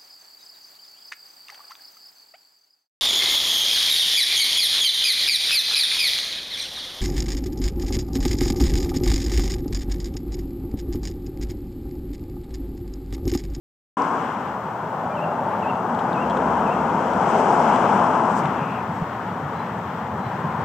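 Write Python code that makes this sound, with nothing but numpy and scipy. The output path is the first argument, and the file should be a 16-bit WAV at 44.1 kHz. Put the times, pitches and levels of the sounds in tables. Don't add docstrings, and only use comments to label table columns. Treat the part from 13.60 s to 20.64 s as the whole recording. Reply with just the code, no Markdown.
import sys
import numpy as np
from scipy import signal
from scipy.fft import rfft, irfft
from scipy.io import wavfile

SR = 44100
rng = np.random.default_rng(int(sys.argv[2]) if len(sys.argv) > 2 else 0)


def unload_wav(signal):
    wavfile.write(
        sys.argv[1],
        SR,
        np.round(np.clip(np.atleast_2d(signal).T, -1, 1) * 32767).astype(np.int16),
    )


N = 310464
T = np.arange(N) / SR

# nearest moment in seconds, half length in seconds, tyre level in dB, tread
# resonance in Hz, engine level in dB, exhaust boom in Hz, hiss level in dB, relative lean left in dB.
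PASSES = [(0.398, 0.21, -24.5, 1040, -32.5, 286, -54.5, 1.5),
          (1.86, 0.35, -27.5, 740, -34.5, 190, -68, -8.5), (2.99, 0.41, -22, 754, -27, 200.5, -57, 2),
          (3.968, 0.31, -19, 747, -28.5, 206, -50, 4), (4.485, 0.3, -21, 940, -27, 199, -54.5, 3),
          (7.08, 0.21, -31.5, 1010, -39, 189, -71, 6)]
# frequency in Hz, left microphone over right in dB.
ROAD_SIDE = [(60, 0), (200, .1), (400, 1.5), (650, 3.5), (900, 4.8), (1130, 7), (1400, 8.3), (1900, 4.2),
             (2250, 4.5), (2700, 0), (3600, .5), (5000, 1.5)]


def tyres():
    # frequency in Hz, level in dB.
    tyre_colour = [(180, -40.5), (340, -2.5), (450, -1.5), (590, -4), (900, -1), (1150, -5), (1400, -6),
                   (1600, -10), (1800, -20.5), (2200, -54)]
    far_rush_colour = [(1200, -6.5), (1750, 9), (2400, -2.5), (3250, -6), (3800, -13), (4500, -15.5),
                       (7000, -26)]
    car_rush_colour = [(1100, -14), (1400, 6), (1800, -2), (2100, 2), (2300, -0.5), (2700, -1),
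                       (3200, -3.5), (3750, -16.5), (4500, -21), (7000, -34)]
    hiss_colour = [(3000, -7), (4300, -4), (5300, 4), (8200, 0), (9900, -1), (11500, -18.5), (16000, -39.5)]
    cars_db, cars_hz = np.transpose(PASSES)[2:4]
    cars_hiss_db, cars_side_db = np.transpose(PASSES)[6:]
    level_db, tread_hz = traffic(cars_db, cars_hz, far_db=-29, far_trait=943)
    hiss_db, side_db = traffic(cars_hiss_db, cars_side_db, far_db=-64.5, far_trait=-0.5)
    handling_hiss = undb(-49.5) * surge(start_s=3.62, rise_s=0.15, fade_db_per_s=21)
    flutter_db = 0.27 * walk(24)
    roar = resonate(air(tyre_colour), tread_hz, lift_db=6.5, octaves=0.74) * undb(level_db)
    far_rush = air(far_rush_colour) * undb(-46 + 0.56 * T)
    car_rush = air(car_rush_colour) * undb(hiss_db + 12)
    rush = (far_rush + car_rush) * undb(walk(4.9))
    hiss_gain = np.hypot(undb(hiss_db), handling_hiss)
    hiss = air(hiss_colour) * hiss_gain * undb(.5 * walk(20)) * pan(side_db + 3.5)
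    roar_pan = pan(0.43 * (side_db - 2.5))
    return ((roar + rush) * roar_pan + hiss) * undb(flutter_db)


def engines():
    # frequency in Hz, level in dB.
    boom_colour = [(60, -35.5), (110, -12.5), (150, -3.5), (200, -1.5), (255, -0.5), (340, -7.5),
                   (600, -59.5)]
    rumble_colour = [(20, -39.5), (50, -40.5), (65, -28), (85, -2.5), (115, 2), (150, 2), (220, -6),
                     (400, -55)]
    drone_hz, idle_db, pull_db = 73.8, -63.5, -42.5
    cars_db, cars_hz = np.transpose(PASSES)[4:6]
    level_db, boom_hz = traffic(cars_db, cars_hz, far_db=-38 + 0.6 * T, far_trait=184)
    boom = resonate(air(boom_colour), boom_hz, lift_db=7.5, octaves=0.55)
    boom *= undb(level_db + 0.35 * walk(11))
    rumble = air(rumble_colour) * undb(-43 + 1.12 * T + .5 * walk(11))
    phase = 2 * np.pi * np.cumsum(drone_hz * (1 + 0.033 * walk(8.6))) / SR
    effort = undb(idle_db) + undb(pull_db) * surge(start_s=2.5, rise_s=0.25, fade_db_per_s=11)
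    drone = unit(np.sin(phase)) * effort * undb(3.7 * walk(4.7))
    return boom + rumble + drone


def road_bands():
    # loudest moment in seconds, half length in seconds, pitch in Hz, glide in Hz per second,
    # spread in Hz, level in dB.
    swells = [(0.443, 0.071, 1027, -34, 78, -23.5), (0.504, 0.23, 276.5, -5.5, 12, -35),
              (1.651, 0.36, 605.5, -58, 60, -34), (1.998, 0.25, 888.6, -2.5, 56, -30.5),
              (2.998, 1, 906, 102, 102, -31.5), (3.85, 0.12, 388, 2, 79, -28),
              (4.03, 0.21, 709, 30, 31, -23.5), (4.04, 0.25, 856, -1.5, 150, -26),
              (4.45, 0.32, 929, 200, 160, -25.5), (4.35, 0.31, 201.3, -17.5, 5.7, -30),
              (6.2, .6, 501.3, -20, 170, -43.5), (6.945, 0.21, 1014, 1, 69, -36)]
    out = np.zeros((2, N))
    for loudest, half, hz, glide, spread_hz, db in swells:
        t = T - loudest
        phase = 2 * np.pi * (hz * t + glide * t ** 2 / 2)
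        out += band(phase, spread_hz) * undb(db) * bell(loudest, half) * pan(at(ROAD_SIDE, hz))
    return out


def songbird():
    # share of its length, pitch in Hz, relative level in dB.
    note = [(0, 3005, -18), (0.091, 2726, 1.5), (.22, 2567, 0), (.4, 2527, -2.5), (.54, 2610, -4),
            (.7, 2770, -2.5), (.85, 2740, 3.5), (1, 2550, -1)]
    # start in seconds, length in seconds, pitch ratio, level in dB, change of level over the
    # note in dB, flicker in dB.
    calls = [(1.565, 0.088, 1.01, -42.5, -1, 3), (2.018, .1, 1.005, -42.5, 2.5, -1),
             (2.537, 0.108, 1, -44, 1.5, 3), (3.057, 0.084, 0.99, -40.5, -3.5, 3)]
    share, pitch_hz, shape_db = np.transpose(note)
    out, waver, flicker = np.zeros(N), 0.006 * walk(200), walk(90)
    for start, length, ratio, db, change_db, flicker_db in calls:
        span = slice(int(start * SR), int((start + length) * SR))
        progress = (T[span] - start) / length
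        hz = ratio * np.interp(progress, share, pitch_hz) * (1 + waver[span])
        gate = np.clip(np.minimum(progress, 1 - progress) / .04, 0, 1)
        level_db = db + change_db * progress + np.interp(progress, share, shape_db)
        whistle = np.sqrt(2) * np.sin(2 * np.pi * np.cumsum(hz) / SR)
        out[span] += gate * undb(level_db + flicker_db * flicker[span]) * whistle
    return trees(out, t60=0.5, wet_db=-7.0) * pan(-3.5)


def bumps():
    # start in seconds, rise in seconds, ring in Hz, level in dB, push over the ring in dB.
    nudges = [(1.635, 0.024, 167.3, -23, -35), (4.83, 0.03, 146, -20, -41), (5.005, 0.02, 155, -20.5, -36),
              (5.096, .02, 192, -26, -35), (5.286, 0.014, 160, -20, -35), (5.408, 0.016, 169.4, -18.5, -14),
              (5.706, 0.02, 182, -23.5, -38), (5.815, 0.033, 139, -27, -35), (5.945, 0.02, 168, -29, -35),
              (6.155, .014, 194, -28, -35), (6.407, 0.0086, 212, -25, -35), (6.522, 0.019, 112, -26, -35),
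              (6.588, 0.019, 175, -25, -35), (6.655, 0.016, 117, -24, -35), (6.838, 0.014, 160, -19, -36),
              (6.974, .016, 147, -27, -35)]
    out, push_hz = np.zeros(N), 42
    for start, rise_s, hz, db, push_db in nudges:
        t = np.maximum(T - start, 0)
        rise = t / rise_s
        swell = rise ** 2 * np.exp(1 - rise ** 2)
        push = undb(push_db) * np.sin(2 * np.pi * push_hz * t)
        out += undb(db) * swell * (np.sin(2 * np.pi * hz * t) + push)
    return out


def ticks():
    # start in seconds, ring peak in dB, pitch ratio, ring length ratio, then snap and crack
    # in dB relative to the ring.
    contacts = [(0.4206, -28, 1.6, 0.18, -15, -22), (2.155, -38, 1, .7, -17, -16),
                (2.349, -36, 1.08, .6, -10, -14), (2.391, -31, 0.95, .8, -15, -12),
                (2.395, -33, 1, 1.2, -24, -20), (2.53, -34, 1.1, .9, -23, -8),
                (2.6993, -29.5, .96, .65, -8, -10), (2.707, -31, 1, 1.4, -24, -23),
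                (2.7697, -32, .96, .6, -8, -6), (2.7735, -34, .98, .6, -7, -8),
                (2.9337, -38, 1, .7, -20, -14), (3.5349, -37, 1.1, .7, -12, -6),
                (4.1604, -28, 1, 0.87, -9, -10), (4.8562, -32, 0.83, .2, -14, 3)]
    # frequency in Hz, seconds to fall 60 dB, relative level in dB.
    modes = [(2980, 0.017, -6), (3275, 0.036, 7), (3440, 0.035, 3), (3820, 0.027, -2.5), (4150, .02, -9),
             (7400, .016, -4)]
    out, t = np.zeros(N), T[:2048]
    bright = signal.butter(3, [5400, 8300], "bandpass", fs=SR, output="sos")
    hard = signal.butter(6, [1400, 3900], "bandpass", fs=SR, output="sos")
    burst = np.exp(-t / 0.0015)
    for start, db, pitch, stretch, snap_db, crack_db in contacts:
        ratios = pitch * (1 + 0.0093 * rng.standard_normal(len(modes)))
        ring = np.zeros(len(t))
        for (hz, t60, mode_db), ratio in zip(modes, ratios):
            ring += undb(mode_db - 60 * t / (t60 * stretch)) * np.sin(2 * np.pi * hz * ratio * t)
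        snap = signal.sosfilt(bright, rng.standard_normal(len(t)) * burst)
        crack = signal.sosfilt(hard, rng.standard_normal(len(t)) * burst)
        i = int(start * SR)
        for part, part_db in (ring, 0), (snap, snap_db), (crack, crack_db):
            out[i:i + len(t)] += undb(db + part_db) * part / abs(part).max()
    return trees(out, t60=.15, wet_db=-26)


def swishes():
    # loudest moment in seconds, half length in seconds, relative level in dB, resonance in Hz.
    flecks = [(3.7, .016, -51.5, 7200), (3.795, .018, -58, 8400), (3.935, .02, -55, 9600),
              (4.02, .012, -56.5, 10400), (4.147, .015, -51, 8000), (4.36, .02, -58, 10200),
              (4.605, .012, -61, 10400), (4.72, 0.024, -54.5, 8000), (4.785, 0.019, -48, 6960),
              (5.37, .05, -63, 7500)]
    # frequency in Hz, level in dB.
    colour = [(3000, -30), (4400, -1), (5500, 2), (6500, -2), (8200, 0.5), (10500, -2), (13000, -14),
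              (15000, -18)]
    loudest, half, db, hz = np.transpose(flecks)[:, :, None]
    swells = undb(db) * bell(loudest, half) + 1e-12
    swell = swells.sum(0)
    bright_hz = (hz * swells).sum(0) / swell
    swish = resonate(air(colour), bright_hz, lift_db=5.0, octaves=0.36)
    return swish * swell * undb(1.6 * walk(300) + 2.2) * pan(-0.92)


def far_birds():
    # start in seconds, length in seconds, pitch in Hz, rasp as spread in Hz, level in dB.
    calls = [(1.503, 0.045, 2390, 25, -44.5), (1.546, 0.014, 3050, 42, -47), (4.93, 0.32, 2544, 320, -45),
             (5.935, 0.11, 4000, 110, -59), (6.6, 0.092, 3995, 120, -59)]
    out = np.zeros(N)
    for start, length, hz, spread_hz, db in calls:
        progress = np.clip((T - start) / length, 0, 1)
        arch = 2 * np.sqrt(progress * (1 - progress))
        out += undb(db) * arch * band(2 * np.pi * hz * T, spread_hz)
    return trees(out, t60=0.5, wet_db=-7.0) * pan(-1)


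def trees(x, t60, wet_db):
    t = T[:SR]
    tail = rng.standard_normal((2, SR)) * undb(-60 * t / t60) * (1 - np.exp(-t / .02))
    tail /= np.sqrt(np.sum(tail ** 2, axis=1, keepdims=True))
    return x + undb(wet_db) * signal.fftconvolve(x[None], tail, axes=1)[:, :N]


def air(colour):
    # frequency in Hz, correlation between the two microphones.
    likeness = [(130, .9995), (260, .996), (550, .975), (1000, .94), (1500, .82), (2200, .66), (3300, .6),
                (4400, 0), (5700, .42), (9000, .45), (11500, .1)]
    # frequency in Hz, phase lead of the left microphone in radians.
    left_lead = [(200, 0), (780, -.28), (1100, 0), (1520, .6), (1980, -.4), (2410, .3), (3100, .5),
                 (4100, -1.1), (6000, -.3), (9400, -.1)]
    f = np.fft.rfftfreq(N, 1 / SR)
    sides = np.array([[1], [-1]])
    common, apart = rfft(rng.standard_normal((2, N)))
    alike = at(likeness, f)
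    pair = np.sqrt(1 + alike) * common + np.sqrt(1 - alike) * apart * sides
    lead = np.exp(.5j * at(left_lead, f) * sides)
    out = irfft(pair * lead * undb(at(colour, f)) * pan(at(ROAD_SIDE, f)), N)
    return out / out.mean(0).std()


def traffic(cars_db, cars_trait, far_db, far_trait):
    nearest, half = np.transpose(PASSES)[:2, :, None]
    cars = undb(cars_db)[:, None] ** 2 * bell(nearest, half)
    far = undb(far_db) ** 2
    power = cars.sum(0) + far
    return 10 * np.log10(power), (cars_trait @ cars + far * far_trait) / power


def resonate(x, centre_hz, lift_db, octaves):
    f, times, frames = signal.stft(x, SR, nperseg=2048)
    offset = np.log2((f[:, None] + 1) / np.interp(times, T, centre_hz)) / octaves
    out = signal.istft(frames * undb(lift_db * np.exp(-offset ** 2)), SR)[1][:, :N]
    return out / out.mean(0).std()


def bell(peak_s, half_s):
    return np.exp(-((T - peak_s) / half_s) ** 2 / 2)


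def surge(start_s, rise_s, fade_db_per_s):
    opening = np.sin(np.pi / 2 * np.clip((T - start_s) / rise_s, 0, 1)) ** 2
    return opening * undb(-fade_db_per_s * np.maximum(T - start_s - rise_s, 0))


def band(phase, spread_hz):
    return walk(spread_hz) * np.cos(phase) + walk(spread_hz) * np.sin(phase)


def walk(rate_hz):
    coarse = T[::16]
    f = np.fft.rfftfreq(len(coarse), coarse[1])
    slow = irfft(rfft(rng.standard_normal(len(coarse))) * np.exp(-(f / rate_hz) ** 2), len(coarse))
    return np.interp(T, coarse, unit(slow))


def pan(db):
    gains = undb(np.array([db, -db]).reshape(2, -1) / 2)
    return gains / gains.mean(0)


def at(table, hz):
    f, value = np.transpose(table)
    return np.interp(np.log(hz + 1), np.log(f), value)


def undb(db):
    return np.exp(np.asarray(db) * np.log(10) / 20)


def unit(x):
    return x / np.sqrt(np.mean(x ** 2))


def scene():
    return engines() + tyres() + road_bands() + songbird() + far_birds() + swishes() + ticks() + bumps()


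def record(dry):
    # frequency in Hz, gain in dB.
    notch = [(8300, -0.5), (8650, -12), (8900, -25), (9200, -25.5), (9650, -10.5), (10800, -8.0),
             (12500, -3.0)]
    whine_hz, top_hz = 15500, 15650
    hiss = undb(-57.5) * rng.standard_normal((2, N)) * pan(2.6)
    whine = undb(-78) * unit(np.sin(2 * np.pi * whine_hz * T))
    opening = surge(start_s=.369, rise_s=.002, fade_db_per_s=0)
    coloured = irfft(rfft(dry + hiss + whine) * undb(at(notch, np.fft.rfftfreq(N, 1 / SR))), N)
    lowpass = signal.ellip(12, .1, 90, top_hz, fs=SR, output="sos")
    return signal.sosfilt(lowpass, coloured * opening)


dry = scene()
out = record(dry)
unload_wav(out)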